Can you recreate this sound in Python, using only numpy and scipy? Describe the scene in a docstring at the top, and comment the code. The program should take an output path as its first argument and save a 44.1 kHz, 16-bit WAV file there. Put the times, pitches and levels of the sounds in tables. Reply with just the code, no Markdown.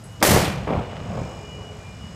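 """A lawn between trees and buildings: a few rifles fire a ragged volley. Blasts are N-shaped pressure pulses
with noise crackle; leaves scatter a bright hiss that dies fast. Walls send back single slaps and dull noise
booms in waves about .45 s apart; a few short sharp clicks follow. Behind it: distant traffic (shaped noise), a
buzzing insect (ticks ringing resonances), two wavering whistles and a faint hum (sines), small metal pings and
dry clicks."""
import sys
import numpy as np
from scipy import signal
from scipy.fft import rfft, irfft
from scipy.io import wavfile

SR = 44100
rng = np.random.default_rng(int(sys.argv[2]) if len(sys.argv) > 2 else 0)


def output_pcm(signal):
    """Save a mono or channel-first signal as 16-bit PCM at the path in sys.argv[1].

    Samples are clipped to [-1, 1] before scaling.
    """
    pcm = np.clip(np.atleast_2d(signal).T, -1, 1) * 32767
    wavfile.write(sys.argv[1], SR, np.round(pcm).astype(np.int16))


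def gain_from_decibels(decibels):
    """Convert decibel values to linear amplitude factors."""
    exponent = np.asarray(decibels, float) / 20
    return 10 ** exponent


N = 94815


def rms_one(x):
    """Scale to rms 1."""
    return x / np.sqrt(np.mean(x ** 2) + 1e-20)


def in_time(rows):
    """Table columns as curves in time; ends are held."""
    time_s, *columns = np.transpose(rows)
    return [np.interp(np.arange(N) / SR, time_s, column) for column in columns]


def at_hz(points, hz):
    """Read a table on a log-frequency axis."""
    table_hz, table_db = np.transpose(points)
    return np.interp(np.log(hz), np.log(table_hz), table_db)


def drift(rate_hz):
    """Slow random curve, rms 1: noise through two equal one-pole low-passes, drawn every 40 samples."""
    r = np.exp(-80 * np.pi * rate_hz / SR)
    noise = rng.standard_normal(N // 40 + 2002)
    slow = signal.lfilter([1], [1, -2 * r, r * r], noise)[2000:]
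    return np.interp(np.arange(N) / 40, np.arange(len(slow)), rms_one(slow))


def colour(x, spectrum):
    """Shape a noise to a spectrum; rms 1."""
    hz = np.maximum(np.fft.rfftfreq(N, 1 / SR), 1)
    return rms_one(irfft(rfft(x) * gain_from_decibels(at_hz(spectrum, hz)), N))


def bandpass(x, order, low_hz, high_hz):
    """Butterworth band-pass."""
    return signal.sosfilt(signal.butter(order, [low_hz, high_hz], "band", fs=SR, output="sos"), x)


def ring(clicks, hz, t60_s):
    """Two-pole resonance: a unit click sets a decaying sine of height 1 ringing."""
    r, w = gain_from_decibels(-60 / (t60_s * SR)), 2 * np.pi * hz / SR
    return signal.lfilter([0, np.sin(w)], [1, -2 * r * np.cos(w), r * r], clicks + 1e-18)


def add(out, start_s, piece):
    """Mix a piece in at start_s."""
    i = int(start_s * SR)
    out[i:i + len(piece)] += piece[:N - i]


# distant traffic spectrum: hz, relative_db_per_hz
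TRAFFIC_COLOUR = [(20, -14), (40, -1.5), (120, 1.5), (200, -7.5), (300, -17), (600, -15.5), (1300, -22),
                  (2700, -29), (4500, -34), (8000, -38), (9500, -44.5), (13000, -50), (16000, -79)]


def traffic():
    """Steady low-heavy noise with a slowly drifting level."""
    level_db = -38.5 + 0.95 * drift(1.4)
    return gain_from_decibels(level_db) * colour(rng.standard_normal(N), TRAFFIC_COLOUR)


# insect body resonances: hz, relative_db, t60_s
TYMBAL = [(4180, -9, .02), (4980, -1, .02), (5300, -2, .018), (5900, -3, .014), (6670, 1, .026),
          (7320, -6, .012), (7880, -4, .014), (8400, -9, .01), (12250, -18, .012)]
# insect level: time_s, rms_db
BUZZ = [(0, -60), (.7, -59), (1.0, -58.5), (1.2, -52.5), (1.75, -58), (2.15, -55)]


def insect():
    """An uneven group of ticks repeats evenly; each resonance answers the ticks in its own pattern."""
    groups_per_s, ticks_per_group = 50.25, 7
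    times_s = np.arange(0, N / SR, 1 / (groups_per_s * ticks_per_group))
    body = 0
    for hz, relative_db, t60_s in TYMBAL:
        pattern_db = 4.0 * rng.standard_normal(ticks_per_group)
        pattern_db[0] += 12  # one strong tick per group
        pattern = rms_one(gain_from_decibels(pattern_db) * rng.choice([-1, 1], ticks_per_group))
        place = (np.arange(len(times_s)) + rng.integers(ticks_per_group)) % ticks_per_group
        ticks = np.zeros(N)
        ticks[(times_s * SR).astype(int)] = pattern[place] * gain_from_decibels(rng.normal(0, 1.0, len(times_s)))
        softened = bandpass(ticks, 1, hz * .9, hz * 1.1)
        body = body + gain_from_decibels(relative_db + 1.1 * drift(2.4)) * rms_one(ring(softened, hz, t60_s))
    return gain_from_decibels(in_time(BUZZ)[0]) * rms_one(body)


# pitches of high whistle, low whistle, hum: pitch_hz
TONE_HZ = (2919, 2395, 420)
# levels before waver: time_s, rms_db
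HIGH_WHISTLE = [(0, -66), (.17, -53), (.25, -74), (.78, -54), (1.05, -55), (1.24, -70), (1.3, -51),
                (1.4, -57.5), (1.52, -44.5), (1.6, -50), (1.7, -46), (1.77, -57), (1.95, -58.5),
                (2.04, -46.5), (2.12, -55.5)]
LOW_WHISTLE = [(0, -85), (.53, -42), (.66, -72), (.71, -49), (.77, -64), (1.18, -58.5), (1.24, -48),
               (1.3, -57.5), (1.46, -53), (1.76, -62.5), (1.88, -47.5), (2.05, -68)]
HUM = [(1.3, -70), (1.46, -47), (1.54, -55), (1.6, -44), (1.66, -56), (1.72, -49), (1.8, -52.5),
       (1.85, -69)]


def whistles():
    """Two whistles and a low hum: sines whose strength wavers and flutters and whose phase wanders."""
    waver_db, flutter_hz, flutter_share = 1.2, 60, .14
    t, out = np.arange(N) / SR, 0
    for pitch_hz, level in zip(TONE_HZ, (HIGH_WHISTLE, LOW_WHISTLE, HUM)):
        flutter = 1 + flutter_share * drift(flutter_hz)
        level_db = in_time(level)[0] + waver_db * drift(22)
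        tone = np.sin(2 * np.pi * pitch_hz * t + 0.49 * drift(23))
        out = out + np.sqrt(2) * gain_from_decibels(level_db) * flutter * tone
    return out


# ringing modes of a small metal part: hz, relative_db, t60_s
PING_MODES = [(8070, 3, 0.28), (10900, 3.5, 0.16)]
# taps on it: start_s, level_db
PING_TAPS = [(.038, -51), (.115, -60)]


def metal_pings():
    """Band-softened taps set the modes of a small metal part ringing."""
    taps = np.zeros(N)
    for start_s, level_db in PING_TAPS:
        add(taps, start_s, gain_from_decibels(level_db) * np.ones(1))
    out = np.zeros(N)
    for hz, relative_db, t60_s in PING_MODES:
        out += gain_from_decibels(relative_db) * ring(bandpass(taps, 1, hz * .95, hz * 1.05), hz, t60_s)
    return out


# short dry clicks, from triggers and bolts or thrown back by a wall: start_s, peak_db, centre_hz
CLICKS = [(0.204, -35, 4630), (0.209, -41, 5400), (.676, -24, 1300), (.735, -23, 1570)]


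def dry_clicks():
    """Each click is a decaying noise burst in a band around its centre."""
    t60_s = .02
    out, t = np.zeros(N), np.arange(int(.03 * SR)) / SR
    for start_s, peak_db, centre_hz in CLICKS:
        burst = rng.standard_normal(len(t)) * gain_from_decibels(-60 * t / t60_s)
        burst = bandpass(burst, 4, centre_hz / 1.6, centre_hz * 1.6)
        add(out, start_s, gain_from_decibels(peak_db) * burst / np.abs(burst).max())
    return out


def grains():
    """Dense random echoes of uneven size over smooth noise."""
    echoes_per_s, spread_db = 1300, 3.0
    hit = rng.random(N) < echoes_per_s / SR
    size_db = spread_db * np.minimum(rng.exponential(1, N), 4)
    echoes = hit * gain_from_decibels(size_db) * rng.choice([-1, 1], N)
    return rms_one(echoes) + 0.84 * rng.standard_normal(N)


# returns from walls and far trees: time_s, middle_rms_db, bass_rms_db
RETURN = [(.205, -56, -32), (.212, -42, -44), (.215, -21, -31), (.224, -27.5, -49), (.228, -13.5, -17.5),
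          (.245, -20.5, -36), (.28, -18.5, -19), (.30, -22, -21), (.33, -18.5, -20), (.365, -16, -20.5),
          (.41, -22.5, -22.5), (.48, -29.5, -25.5), (.57, -35.5, -28.5), (.65, -36.5, -29),
          (.666, -44, -41), (.674, -25.5, -28), (.72, -26.5, -26), (.79, -27, -21.5), (.85, -37, -38.5),
          (1.08, -40, -32.5), (1.18, -31.5, -28), (1.24, -38.5, -34.5), (1.4, -42.5, -46),
          (1.54, -49.5, -41.5), (1.6, -41, -38.5), (1.8, -51.5, -55), (2.0, -74, -41.5)]
# spectra of middle and bass: hz, relative_db_per_hz
RETURN_COLOUR = [(180, -31), (300, -2), (580, 2.5), (929, -5), (1130, -6), (1770, -21), (2330, -18.5),
                 (5000, -37.5), (6500, -54)]
BOOM_COLOUR = [(18, -46), (30, -0.5), (102, 6.5), (150, 4.5), (190, 5), (265, -5), (330, -17), (430, -121)]


def returns():
    """Dull echoes roll back: middle and bass swell on their own."""
    middle_db, bass_db = in_time(RETURN)
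    fade_in = np.clip((np.arange(N) / SR - .19) / .015, 0, 1)
    middle = gain_from_decibels(middle_db) * colour(grains(), RETURN_COLOUR)
    bass = gain_from_decibels(bass_db) * colour(rng.standard_normal(N), BOOM_COLOUR)
    return fade_in * (middle + bass)


# scatter from foliage: time_s, level_db
LEAF = [(.2255, -61), (.2270, -15.5), (.2370, -19), (.2480, -21.5), (.2650, -18), (.3000, -19.5),
        (.3400, -18.5), (.4100, -23), (.4800, -27.5), (.5500, -37.5), (.7000, -45.5), (1.25, -50.5),
        (1.7, -77)]
# its starting spectrum: hz, relative_db_per_hz
LEAF_COLOUR = [(800, -3), (1870, -1), (3380, -4.5), (6780, -4), (12800, -7.5), (15500, -13), (16000, -37)]
# colour change with travel: hz, change_db_per_s
LEAF_LOSS = [(1000, 9), (3000, 9.5), (6000, -30), (16000, -82)]


def leaves():
    """Scattered hiss in quarter-octave bands; the top dies first."""
    level_db, = in_time(LEAF)
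    travel_s = np.clip(np.arange(N) / SR - .3, 0, .5)
    noise = colour(rng.standard_normal(N), LEAF_COLOUR)
    edges_hz, out = 900 * 2 ** np.arange(0, 4.3, 1 / 4), 0
    for k, (low_hz, high_hz) in enumerate(zip(edges_hz, edges_hz[1:])):
        shifted = np.roll(noise, k % 2 * 9000)  # keeps neighbouring bands unrelated
        change_db = travel_s * at_hz(LEAF_LOSS, np.sqrt(low_hz * high_hz))
        out = out + bandpass(shifted, 2, low_hz, high_hz) * gain_from_decibels(change_db)
    return out * gain_from_decibels(level_db + 1.6 * drift(90))


def pulse(length_ms, rise):
    """N-shaped pressure pulse with rounded corners and a decaying tail; rise is a share of the length."""
    u = np.arange(int(length_ms * SR / 250)) / (length_ms * SR / 1000)
    return (1 - np.exp(-u / rise)) * (1 - 2 * u) * np.exp(-(1.6 * u) ** 2) * 1.1


# late single echoes off walls, and three short sharp clicks near 1 s: start_s, level_db, length_ms
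SLAPS = [(.7070, 0.5, 2.4), (0.7352, -5, 2.14), (0.7725, -4, 10.7), (.9322, -10.5, 1.3), (.9683, -11, 0.5),
         (1.0035, -15.5, 0.4), (1.013, -8.5, 8.1), (1.215, -7.5, 6.1)]


def slaps():
    """Late wall echoes and a few short sharp clicks: pressure pulses rounded by a low-pass."""
    out, low_pass = np.zeros(N), signal.butter(2, 7600, fs=SR)
    for start_s, level_db, length_ms in SLAPS:
        rounded = signal.lfilter(*low_pass, pulse(length_ms, rise=0.36))
        add(out, start_s, -gain_from_decibels(level_db) * rounded)
    return out


# muzzle blasts and their first strong reflections: start_s, level_db, length_ms, crackle_db
BLASTS = [(0.213, -20, 2.1, -41), (0.2268, 9, 1.22, 0), (0.231, -6.5, 5.2, -14.5), (0.25, 8, 1.36, -8.5),
          (.2520, -3, 1.3, -8.5), (.2780, -9.5, 2.1, -13.5), (0.2887, 5.5, 2.3, -17),
          (0.3074, 6.5, 3.4, -9), (0.3176, 5, 2.1, -24), (0.345, 3, 6.4, -25), (0.364, 8.5, 2, -21),
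          (0.369, -3.5, 2.4, -42), (.3750, 6.5, 2.4, -35), (0.446, -5, 3.6, -18.5), (0.479, -1.5, 1.3, -29)]
# resonances in the crackle: hz, relative_db, t60_s
CRACK_RINGS = [(2420, -11, 0.0047), (5060, -8, 0.0025)]


def blasts():
    """Each blast is a pressure pulse with a short burst of bright, ringing crackle."""
    crackle_t60_s, low_hz, high_hz = .03, 400, 9000
    out, t = np.zeros(N), np.arange(int(.04 * SR)) / SR
    for start_s, level_db, length_ms, crackle_db in BLASTS:
        add(out, start_s, -gain_from_decibels(level_db) * pulse(length_ms, rise=0.34))
        burst = gain_from_decibels(crackle_db - 60 * t / crackle_t60_s) * rng.standard_normal(len(t))
        crackle = .5 * bandpass(burst, 1, low_hz, high_hz)
        for hz, relative_db, t60_s in CRACK_RINGS:
            crackle += gain_from_decibels(relative_db - 13.5) * ring(burst, hz, t60_s)
        add(out, start_s, crackle)
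    return out


def scene():
    """All sources, one microphone."""
    background = traffic() + insect() + whistles() + metal_pings() + dry_clicks()
    volley = returns() + leaves() + slaps() + blasts()
    return (background + volley)[None]


def band_limit(x):
    """A steep low-pass at the top of the band."""
    return signal.sosfilt(signal.butter(12, 16510, fs=SR, output="sos"), x)


def record(dry):
    """Low cut, peaks rounded by tanh, steep top cut."""
    low_cut_hz, ceiling, top_cut_hz = 60, .7, 16500
    x = signal.sosfilt(signal.butter(2, low_cut_hz, "high", fs=SR, output="sos"), dry)
    rounded = ceiling * np.tanh(x / ceiling)
    mix = signal.sosfilt(signal.cheby2(10, 60, top_cut_hz, fs=SR, output="sos"), rounded)
    return band_limit(mix)


dry = scene()
out = record(dry)
output_pcm(out)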